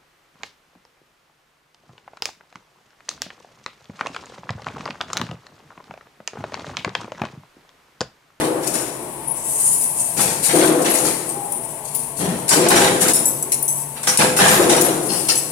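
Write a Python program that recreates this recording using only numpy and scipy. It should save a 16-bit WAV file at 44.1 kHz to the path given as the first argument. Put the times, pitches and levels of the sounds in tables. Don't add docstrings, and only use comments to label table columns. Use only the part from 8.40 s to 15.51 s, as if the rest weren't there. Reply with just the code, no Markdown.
import sys
import numpy as np
from scipy import signal
from scipy.fft import rfft, irfft, next_fast_len
from scipy.io import wavfile
from scipy.ndimage import uniform_filter1d, minimum_filter1d

SR = 44100
rng = np.random.default_rng(int(sys.argv[2]) if len(sys.argv) > 2 else 0)


def output_pcm(signal):
    pcm = np.clip(np.atleast_2d(signal).T, -1, 1) * 32767
    wavfile.write(sys.argv[1], SR, np.round(pcm).astype(np.int16))


N = 313551
T = np.arange(N) / SR


# (pitch [Hz], level [dB], t60 [s])
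FRAME_MODES = [(158.8, -7.5, 0.96), (182.3, -14.5, 1.05), (315.3, -4.5, 1.8), (351.8, 3, 0.67),
               (363.2, -2.5, 1.27), (388, 2.5, 0.26), (491, -0.5, 1.2), (516, -14, 1.37), (649, -9, 1.6),
               (700.6, -7, 1.8), (813, -15, 2.4)]
# (pitch [Hz], level [dB], t60 [s])
DIE_MODES = [(505.6, 3, 1), (818, 3.5, 0.54), (940, 12, 0.091), (1138, 2.5, 0.055), (1450, -20, 0.24),
             (1545, 17, 0.052), (1630, 2.5, 0.29), (1960, -15, 0.17), (2930, 2, 0.18), (3860, 8, 0.089),
             (5710, 9, 0.19), (7300, -4, 1)]
# (pitch [Hz], level [dB], t60 [s])
BED_MODES = [(160, -15, 0.66), (172, -2.5, 0.32), (192.7, -3, 0.45), (375.7, -7.5, 0.42), (505, -4.5, 0.92),
             (800, -1.5, 0.45)]
# (pitch [Hz], level struck on the face [dB], level struck on the edge [dB], t60 [s])
STRIP_MODES = [(6130, 1, -47, 0.19), (7840, 8.5, -34, 0.28), (9400, 2, 3, 0.34), (10200, 10, -15, 0.26),
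               (10420, -13, 2, 0.38), (12400, -32, -17, 0.075), (13200, 2.5, -38, 0.44),
               (14550, -35, -8, 0.14)]

# (frequency [Hz], density [dB per Hz])
BOOM_COLOUR = [(40, -36), (100, -20), (165, -16), (235, -3), (355, 9), (440, 0), (515, 2), (760, -8),
               (1100, -9.5), (2000, -23.5), (5000, -48)]
# (frequency [Hz], density [dB per Hz])
THUMP_COLOUR = [(25, -40), (55, -17), (95, -11.5), (150, 2), (200, -0.5), (270, -2), (400, -0.5), (700, -7),
                (1500, -23.5), (5000, -58)]
# (frequency [Hz], density [dB per Hz])
CLANK_COLOUR = [(100, -33), (350, -13), (520, -11), (680, 11), (860, 2.5), (1200, -2), (1560, 4), (2200, 0),
                (3300, -3.5), (3900, -2), (4800, -7), (8000, -5.5), (16000, -58)]
# (frequency [Hz], density [dB per Hz])
CLASH_COLOUR = [(500, -74), (2500, -4), (3200, -13.5), (3700, -9), (4900, -3), (5400, -2), (5700, 0.5),
                (6150, -4), (6800, 3.5), (7250, 2), (7800, 1), (8550, 8.5), (9100, 6), (10100, 6.5),
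                (11500, -0.5), (13000, -8), (16000, -16)]
# (frequency [Hz], density [dB per Hz])
SCRAPE_COLOUR = [(500, -30), (2200, -18), (3800, -24), (5000, -16.5), (6500, -12.5), (8000, 1), (9800, 5),
                 (11000, 2), (12500, -6.5), (16000, -16.5)]
# (frequency [Hz], density [dB per Hz])
SNAP_COLOUR = [(2500, -40), (5000, -39), (6500, -1.5), (10000, 14), (13500, 4), (16000, -4)]
# (frequency [Hz], density [dB per Hz])
RASP_COLOUR = [(1500, -31), (2400, -19), (2750, -3), (3100, -7), (3900, -19.5), (4350, 1), (4600, -19),
               (5000, 4.5), (5450, -7), (5800, 0), (6200, -13), (12000, -23)]
# (frequency [Hz], density [dB per Hz])
DRIVE_COLOUR = [(25, -25), (60, -5), (100, -9.5), (140, 4), (185, -1.5), (245, -0.5), (480, -4),
                (620, -1.5), (770, -2.5), (880, 2), (1100, -5), (1260, -16.5), (2200, -14.5), (4000, -23),
                (16000, -35)]
# (pitch [Hz], level [dB])
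HUM_TONES = [(119, -51), (243, -49), (430, -48.5), (614, -50), (667, -48), (705, -49), (820, -57.5),
             (861, -56), (903, -46), (975, -50), (1098, -52), (1130, -60.5)]
# (frequency [Hz], side minus mid level [dB])
STEREO_WIDTH = [(30, 0), (130, -13.5), (260, -15), (500, -5.5), (1000, -2.5), (2000, 0.5)]

# (time the ram bottoms out [s], boom [dB], thump [dB], rattle [dB])
TURNS = [(-.17, -10.5, -28.5, -22), (2.138, -8, -21, -25), (4.164, -9.5, -18, -26.5), (6.186, -9, -22, -47)]
# (time after the bottom [s], level [dB], rise [s], t60 [s])
RECOILS = [(-.008, -3, 0.017, 2.09), (.145, -9, 0.032, 2.24)]
# (time after the bottom [s], rattle [dB], thump [dB], rise [s], t60 [s])
TURN_CLANKS = [(-.378, -0.5, -3, .03, .9), (-.29, -31, -5.5, 0.008, 0.24), (-.05, 2, -7, .008, 0.85),
               (0, 5, -5, 0.095, 0.47), (.14, -10, -18, 0.033, 0.35), (0.321, -29, -6, 0.033, 0.38),
               (.45, -27, -2.5, 0.055, 0.35)]
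# (time [s],
# strip clash [dB], die clank [dB], rise [s], t60 [s])
KNOCKS = [(0.209, -28.5, -32, 0.036, 0.58), (0.261, -18, -56, 0.017, 0.19),
          (.335, -19.5, -30, 0.0045, 0.67), (1.762, -16.5, -45, 0.019, 1.27),
          (1.794, -13, -24.5, 0.017, 0.46), (2.024, -9.5, -29, 0.028, 0.29),
          (2.417, -19, -46, 0.0027, 0.24), (2.442, -20, -20, 0.011, 0.56),
          (2.535, -14, -26.5, 0.0077, 0.74), (2.645, -16.5, -26.5, 0.0091, 0.63),
          (4.08, -16, -25, 0.0019, 0.13), (4.09, -3, -23, 0.00085, 0.33), (4.107, -30, -13, 0.0039, 0.2),
          (4.298, -11, -11, 0.0083, 0.33), (4.319, -20, -14.5, 0.0039, 0.5),
          (4.355, -16, -16.5, 0.0023, 0.95), (4.41, -26, -15.5, .004, .2), (4.44, -19, -15, 0.0022, 0.28),
          (4.603, -11.5, -19, 0.013, 0.44), (4.681, -11.5, -24, 0.0031, 0.25),
          (4.75, -18, -44, 0.0039, 0.082), (5.558, -52, -35.5, 0.0066, 0.45),
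          (5.631, -20, -32, 0.00083, 0.26), (5.67, -11, -18, 0.0013, 0.39),
          (5.772, 2.5, -23, 0.0023, 0.046), (5.786, -15.5, -10.5, 0.0022, 0.32),
          (5.963, -13.5, -21, 0.0055, 1.8), (5.985, -20, -11, 0.0054, 0.94),
          (6.01, -32, -10.5, 0.0024, 0.1), (6.075, -11, -16.5, 0.0044, 0.31), (6.125, -28, -20, .003, .15),
          (6.221, -21, -21.5, .002, 0.18), (6.322, -31, -29, .002, 0.092), (6.485, -23, -26, 0.0018, 0.056),
          (6.292, -14, -16, 0.004, 0.72), (6.363, -10, -14, 0.0025, 0.062), (6.691, -26, -37, 0.026, 1.9),
          (6.884, -11, -23, 0.0039, 0.23), (6.912, -17, -45, 0.013, 0.07)]
# (time [s], clash [dB], ring [dB], place [0 face to 1 edge], sustain [factor on t60])
TAPS = [(1.435, -27, -19, 0.93, 0.97), (2.506, -26, -25, .98, 0.66), (2.889, -26, -28, .96, .6),
        (3.119, -33, -22.5, 1, 1.5), (3.546, -23.5, -23, 1, 1.8), (4.285, -8, -18, 0.23, 0.65),
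        (4.734, -7.5, -8, .3, 0.43), (4.855, -25, -19.5, 0.02, 0.89), (5.025, -33.5, -24, 0.17, 0.41),
        (5.119, -11.5, -15, 0.19, .5), (5.223, -41, -21, 0.91, 1), (5.279, -26.5, -20, 0.019, 1.07),
        (6.408, -7.5, -20, 0.78, .7), (6.953, -23, -23.5, 0.011, 1.1)]
# (time [s], left minus right [dB])
SWING = [(0, 20), (.88, 14), (1.1, -1.5), (2.05, 15), (3.55, 13), (4.2, 6), (5.2, 5.5), (6.2, 4.5),
         (6.7, 11.5), (7.11, 2)]
# (time [s], scrape [dB], lower grind [dB], rise [s], t60 [s])
PUSHES = [(-.03, -26.5, -27.5, .018, 0.51), (.26, -30, -33, 0.05, 0.68), (.93, -30, -55, 0.035, 1.4),
          (1.035, -22, -48, 0.017, 1.8), (1.14, -19, -44, 0.092, 2.6), (1.53, -22, -32, 0.069, 1.2),
          (2.1, -24, -16, 0.058, 1.07), (2.472, -27, -25, 0.05, 0.68), (2.621, -27, -33, 0.048, 1.2),
          (2.87, -30, -49, 0.026, 2.1), (3.2, -32, -60, .05, 1.4), (3.43, -47, -31, .03, 1),
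          (3.56, -27.5, -33, .02, 0.67), (3.761, -28, -24, 0.022, 0.92), (4.33, -29, -34, 0.029, 7.2),
          (5.3, -24.5, -40, .13, 0.12), (6.5, -47, -29.5, 0.044, 1.6), (6.62, -26.5, -25, 0.013, 1.1),
          (6.699, -22.5, -42, 0.036, 1.4)]
# (time [s], level [dB], rise [s], t60 [s])
DRAGS = [(1.2, -41, 0.097, 0.77), (1.56, -42, 0.038, .4), (4.09, -30, .004, 0.14), (6.68, -24, 0.028, 0.55),
         (6.884, -12.5, 0.0094, 0.12)]
# (time [s], resonance [Hz], level [dB])
DRAW = [(0.961, 7900, -36), (1.03, 8250, -32), (1.079, 8140, -33), (1.17, 8890, -25), (1.271, 9400, -14.5),
        (1.399, 9890, -23), (1.521, 9700, -36.5), (1.612, 8910, -18), (1.73, 9360, -43)]
# (time [s], length [s], pitch [Hz], half-width [Hz], level [dB], left minus right [dB])
SCREECHES = [(0.865, 0.067, 10430, 40, -15, 25), (2.035, 0.12, 8500, 121, -21, 20),
             (2.492, .035, 11150, 350, -14, 24), (2.593, .07, 10570, 100, -19.5, 22),
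             (2.88, 0.051, 8500, 200, -20.5, 10), (3.54, .035, 14600, 454, -22, 22),
             (3.542, .03, 10700, 600, -16, 22), (4.083, 0.076, 5660, 110, -16, 3),
             (4.085, 0.044, 7200, 218, -13, 2), (4.742, .05, 5400, 119.5, -23, 7),
             (5.12, .035, 5600, 200, -29, 6), (5.222, .012, 14450, 90, -9, 28),
             (5.67, 0.05, 5800, 300, -14, 3), (6.029, .2, 7110, 60, -23, 13),
             (6.07, 0.12, 12930, 130, -19, 25), (6.413, 0.016, 13000, 1190, -11, 6),
             (6.432, 0.051, 10850, 451, -13.5, 11), (6.627, 0.16, 10650, 130, -25, 28)]
# (time [s], length [s], pitch [Hz], half-width [Hz], level [dB], left minus right [dB])
SQUEALS = [(2.04, .11, 815, 20, -28, 0), (2.88, .31, 805, 18, -28, 0)]
# (time [s], length [s], level [dB])
SWELL = (5.1, 0.47, -43)

SHAKE_HZ, SHAKE_DEPTH = 17, 0.093
HARD_DB, BED_DB, BED_SLOPE = -11, -14.5, 1.84
DIE_LAG_S = 0.0046
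CRUNCH_PER_S, CRUNCH_T60_S, CRUNCH_SPREAD_DB = 190, 0.04, 15
CRUNCH_LOW_HZ, CRUNCH_HIGH_HZ = 801, 5492
KNOCK_RING_DB, KNOCK_PLACE = -22, 0.27
TAP_T60_S, SLAP_S, GRAZE_S = 0.15, 0.00042, 0.0041
SNAP_T60_S = 0.04
RUB_DB = -37
SLIDE_PAN_DB = 8.5
GROWL_DB, APPROACH_DB_PER_S, LOAD_DB, RECOVERY_S = -48.5, 1, 7, 0.72
RUMBLE_DB_PER_S = -0.53
TOP_HZ = 15900


def strokes(ring_db=-4.0):
    power, tones = np.zeros(N), np.zeros((2, N))
    for s, db, rise, t60 in ram_blows():
        add(power, s, (undb(db) * fade(t60, rise)) ** 2)
        frame = ring(FRAME_MODES, scatter_db=0.5, detune=0.0035, flex=0.027)
        add(tones, s, undb(db + ring_db) * frame * build_up(rise))
    shudder = flutter(rate=60, depth_db=1.8)
    boom = undb(-3.5) * np.sqrt(power) * shudder * noise(BOOM_COLOUR)
    return (boom + tones) * pan(4.0)


def ram_blows():
    return [(s + after, boom_db + db, rise, t60)
            for s, boom_db, _, _ in TURNS
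            for after, db, rise, t60 in RECOILS]


def clanks(ring_db=-14, steel_db=-1.5, body_db=-6, thud_db=-2.0):
    steel, body = np.zeros((2, N)), np.zeros((2, N))
    force, thump = np.zeros(N), np.zeros(N)
    for s, db, thump_db, rise, t60 in die_blows():
        rattle = fade(t60, rise)[:SR] * noise(CLANK_COLOUR, ripple_db=5, spacing_hz=55, size=SR)
        die = ring(DIE_MODES, scatter_db=2.5, detune=0.0016, flex=0.0022)
        add(steel, s, undb(db) * (rattle + undb(ring_db) * die * build_up(rise)))
        bed_tones = ring(BED_MODES, scatter_db=3.5, detune=0.015, flex=0.018)
        add(body, s, undb(thump_db) * bed_tones * build_up(rise))
        add(force, s, (undb(db) * fade(t60, rise)) ** 2)
        add(thump, s, (undb(thump_db) * fade(2.3 * t60, rise)) ** 2)
    chatter = rebounds(rate=140, t60=0.03, depth_db=-6) * flutter(rate=600, depth_db=1)
    crunch = undb(-1.5) * np.sqrt(force) * collisions()
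    turn_time = since_bottom(lead=-TURN_CLANKS[0][0])
    shake = 1 + SHAKE_DEPTH * np.cos(2 * np.pi * SHAKE_HZ * turn_time)
    thud = np.sqrt(thump) * shake * noise(THUMP_COLOUR)
    bed = undb(body_db) * body + undb(thud_db) * thud
    return undb(steel_db) * (steel * chatter + crunch) + bed * pan(2.9)


def die_blows():
    turning = [(s + after, rattle_db + db, thump_db + bed_db, rise, t60)
               for s, _, thump_db, rattle_db in TURNS
               for after, db, bed_db, rise, t60 in TURN_CLANKS]
    knocks = [(s, db, BED_DB + BED_SLOPE * (db - HARD_DB), rise + DIE_LAG_S, t60)
              for s, _, db, rise, t60 in KNOCKS]
    return turning + knocks


def rebounds(rate, t60, depth_db):
    kicks = (rng.random(N) < rate / SR) * rng.uniform(.2, 1, N)
    bounce = fade(t60, rise=0.0011)[:SR // 4]
    gain = 1 + undb(depth_db) * signal.fftconvolve(kicks, bounce)[:N]
    return gain / np.sqrt(np.mean(gain ** 2))


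def collisions(count=4):
    out, t = np.zeros((2, N)), T[:SR // 15]
    decay = np.exp(-np.log(1000) * t / CRUNCH_T60_S)
    for when, strength, *pitches in rng.random((int(CRUNCH_PER_S * N / SR), 2 + count)):
        hz = CRUNCH_LOW_HZ * (CRUNCH_HIGH_HZ / CRUNCH_LOW_HZ) ** np.array(pitches)[:, None]
        modes = np.sin(2 * np.pi * (hz * t + rng.random((2, count, 1)))) * np.sqrt(CRUNCH_LOW_HZ / hz)
        add(out, when * N / SR, undb(CRUNCH_SPREAD_DB * strength) * modes.sum(axis=1) * decay)
    return out / out.std()


def clinks(tick_db=-5, snap_db=2):
    clash, tones = np.zeros((2, N)), np.zeros((2, N))
    for s, db, ring_db, rise, t60, place, sustain in strip_blows():
        edge, sides = np.clip(place, 0, 1), pan(swing(s))
        modes = [(hz, face_db + edge * (edge_db - face_db), sustain * decay)
                 for hz, face_db, edge_db, decay in STRIP_MODES]
        shape = np.hypot(fade(t60, rise), undb(tick_db) * fade(.04, rise))[:SR]
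        hit = shape * noise(CLASH_COLOUR, ripple_db=4.5, spacing_hz=100, size=SR)
        add(clash, s, undb(db - 1.0) * sides * hit)
        snap = fade(SNAP_T60_S, rise)[:SR // 8] * noise(SNAP_COLOUR, size=SR // 8)
        add(clash, s, undb(ring_db + snap_db) * sides * snap)
        lingering = ring(modes, scatter_db=1, detune=.002, flex=.012, flex_rate=450) * build_up(rise)
        add(tones, s, undb(ring_db) * sides * lingering)
    buzz = flutter(rate=420, depth_db=3) * flutter(rate=55, depth_db=2.2)
    return clash * flutter(rate=820, depth_db=-1.5) + tones * buzz


def strip_blows():
    knocks = [(s, db, db + KNOCK_RING_DB, rise, t60, KNOCK_PLACE, 1) for s, db, _, rise, t60 in KNOCKS]
    taps = [(s, db, ring_db, np.interp(place, [0, 1], [SLAP_S, GRAZE_S]), TAP_T60_S, place, sustain)
            for s, db, ring_db, place, sustain in TAPS]
    return knocks + taps


def swing(s):
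    return np.interp(s, *np.transpose(SWING))


def slide():
    power, pressed, drag = np.full(N, undb(RUB_DB) ** 2), np.zeros(N), np.zeros(N)
    for s, db, grind_db, rise, t60 in PUSHES:
        add(power, s, (undb(db) * fade(t60, rise)) ** 2)
        add(pressed, s, (undb(grind_db) * fade(t60, rise)) ** 2)
    for s, db, rise, t60 in DRAGS:
        add(drag, s, undb(db) * fade(t60, rise))
    catches = flutter(rate=33, depth_db=1.5) * flutter(rate=640, depth_db=-0.4)
    scrape = undb(1.33) * np.sqrt(power) * noise(SCRAPE_COLOUR, ripple_db=7, spacing_hz=30.05)
    grind = np.sqrt(pressed) * noise(CLASH_COLOUR, ripple_db=6, spacing_hz=90)
    grind = grind * flutter(rate=110, depth_db=2.5)
    rasp = drag * noise(RASP_COLOUR) * flutter(rate=200, depth_db=1.5) * pan(5.7)
    return catches * ((scrape + grind) * pan(swing(T) + SLIDE_PAN_DB) + rasp)


def drawn(width_hz=600, lower_ratio=.77, lower_db=-11):
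    s, hz, db = np.transpose(DRAW)
    level = undb(np.interp(T, s, db, left=-120, right=-120))
    pitch = np.interp(T, s, hz)
    hiss = band(pitch, width_hz) + undb(lower_db) * band(lower_ratio * pitch, width_hz)
    return level * hiss * flutter(rate=71, depth_db=1) * pan(3.8)


def screeches(notes):
    out, size = np.zeros((2, N)), SR // 3
    for s, length, hz, width, db, pan_db in notes:
        swell = np.sin(np.pi * np.minimum(T[:size] / length, 1))
        add(out, s, undb(db) * swell * band(hz, width, size) * pan(pan_db) / np.sqrt(2))
    return out


def drive(rumble_db=-35.5, hiss_db=-40, growl_hz=141):
    rumble = undb(rumble_db + RUMBLE_DB_PER_S * T) * noise(DRIVE_COLOUR)
    hum = sum(undb(db) * flutter(rate=20, depth_db=4) * tone(hz, waver_hz=4.5, rate=40)
              for hz, db in HUM_TONES)
    load = np.exp(-since_bottom() / RECOVERY_S)
    growl_db = GROWL_DB + APPROACH_DB_PER_S * T + LOAD_DB * load + 2 * walk(18)
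    s, length, swell_db = SWELL
    swell = undb(swell_db) * np.sin(np.pi * np.clip((T - s) / length, 0, 1))
    growl = (undb(growl_db) + swell) * tone(growl_hz, waver_hz=4.82, rate=25)
    hiss = noise(SCRAPE_COLOUR, ripple_db=2, spacing_hz=40) * flutter(rate=12, depth_db=1)
    return (rumble + undb(0.5) * hum + growl) * pan(3.4) + undb(hiss_db) * hiss * pan(7.9)


def workshop(x, wet_db=-7, low_t60=0.65, high_t60=0.68, split_hz=1400):
    tail = noise([(20, 0), (20000, 0)])
    low = signal.sosfilt(signal.butter(2, split_hz, fs=SR, output="sos"), tail)
    high = signal.sosfilt(signal.butter(2, split_hz, "high", fs=SR, output="sos"), tail)
    low_fade, high_fade = fade(low_t60, rise=0.015), fade(high_t60, rise=0.0086)
    echo = low[:, :len(low_fade)] * low_fade - high[:, :len(high_fade)] * high_fade
    echo = echo / np.sqrt(np.sum(echo ** 2) / 2)
    return x + undb(wet_db) * signal.fftconvolve(x, echo, axes=1)[:, :N]


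def since_bottom(lead=0):
    bottoms = np.array([turn[0] for turn in TURNS])
    return T - bottoms[np.searchsorted(bottoms, T + lead) - 1]


def ring(modes, scatter_db, detune, flex, flex_rate=125):
    t = (np.cumsum(1 + flex * walk(flex_rate, size=SR)) / SR).astype(np.float32)
    out = np.zeros((2, SR))
    draws = rng.standard_normal((len(modes), 4))
    for (hz, db, t60), (pitch_draw, level_draw, phase_draw, ear_draw) in zip(modes, draws):
        angle = float(2 * np.pi * hz * (1 + detune * pitch_draw)) * t
        decay = np.exp(-float(np.log(1000) / t60) * t)
        ear_shift = np.array([[1], [-1]]) * ear_draw * min(hz / 1500, 2)
        phase = np.pi * phase_draw + ear_shift
        level = float(undb(db + scatter_db * level_draw))
        out += level * decay * np.sin(angle + phase.astype(np.float32))
    return out


def build_up(rise):
    return np.minimum(T[:SR] / rise, 1)


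def fade(t60, rise):
    t = T[:int(1.6 * SR)]
    return np.minimum(t / rise, 1) * np.exp(-np.log(1000) * np.maximum(t - rise, 0) / t60)


def noise(spectrum, ripple_db=0, spacing_hz=80, size=N):
    padded = next_fast_len(size, True)
    hz = np.fft.rfftfreq(padded, 1 / SR)
    ripple = np.interp(hz / spacing_hz, np.arange(4096), rng.standard_normal(4096))
    ripple = np.minimum(ripple, 2) * np.minimum(hz / 1500, 1)
    colour = along(spectrum, hz) * undb(ripple_db * ripple)
    mid, side = rfft(rng.standard_normal((2, padded))) * colour
    side = side * along(STEREO_WIDTH, hz)
    x = irfft(np.array([mid + side, mid - side]), padded)[:, :size]
    return x / x.std()


def band(hz, width_hz, size=N):
    lowpass = signal.butter(2, width_hz, fs=SR, output="sos")
    re, im = signal.sosfilt(lowpass, rng.standard_normal((2, 2, size)))
    phase = 2 * np.pi * np.cumsum(hz * np.ones(size)) / SR
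    x = re * np.cos(phase) + im * np.sin(phase)
    return x / x.std()


def tone(hz, waver_hz, rate, size=N):
    return np.sin(2 * np.pi * np.cumsum(hz + waver_hz * walk(rate, size)) / SR)


def flutter(rate, depth_db):
    gain = undb(depth_db * walk(rate))
    return gain / np.sqrt(np.mean(gain ** 2))


def walk(rate, size=N):
    return 1.2 * np.interp(T[:size] * rate, np.arange(16384), rng.standard_normal(16384))


def pan(db):
    gain = undb(np.array([[1], [-1]]) * db / 2)
    return gain / np.sqrt(np.mean(gain ** 2, axis=0))


def along(points, hz):
    f, db = np.transpose(points)
    return undb(np.interp(np.log(hz + 1), np.log(f), db))


def undb(db):
    return 10 ** (np.asarray(db) / 20)


def add(track, s, x):
    i = int(s * SR)
    x = x[..., max(-i, 0):N - i]
    track[..., max(i, 0):max(i, 0) + x.shape[-1]] += x


def scene():
    press = strokes() + clanks()
    strip = clinks() + slide() + drawn()
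    rubbing = screeches(SQUEALS) + screeches(SCREECHES)
    return workshop(undb(-0.77) * (press + strip + rubbing)) + drive()


def record(dry, ceiling=1.0):
    room = np.minimum(ceiling / (np.abs(dry).max(axis=0) + 1e-9), 1)
    gain = uniform_filter1d(minimum_filter1d(room, size=441), size=441)
    return signal.sosfilt(signal.ellip(8, .2, 80, TOP_HZ, fs=SR, output="sos"), dry * gain)


dry = scene()
out = record(dry)
output_pcm(out)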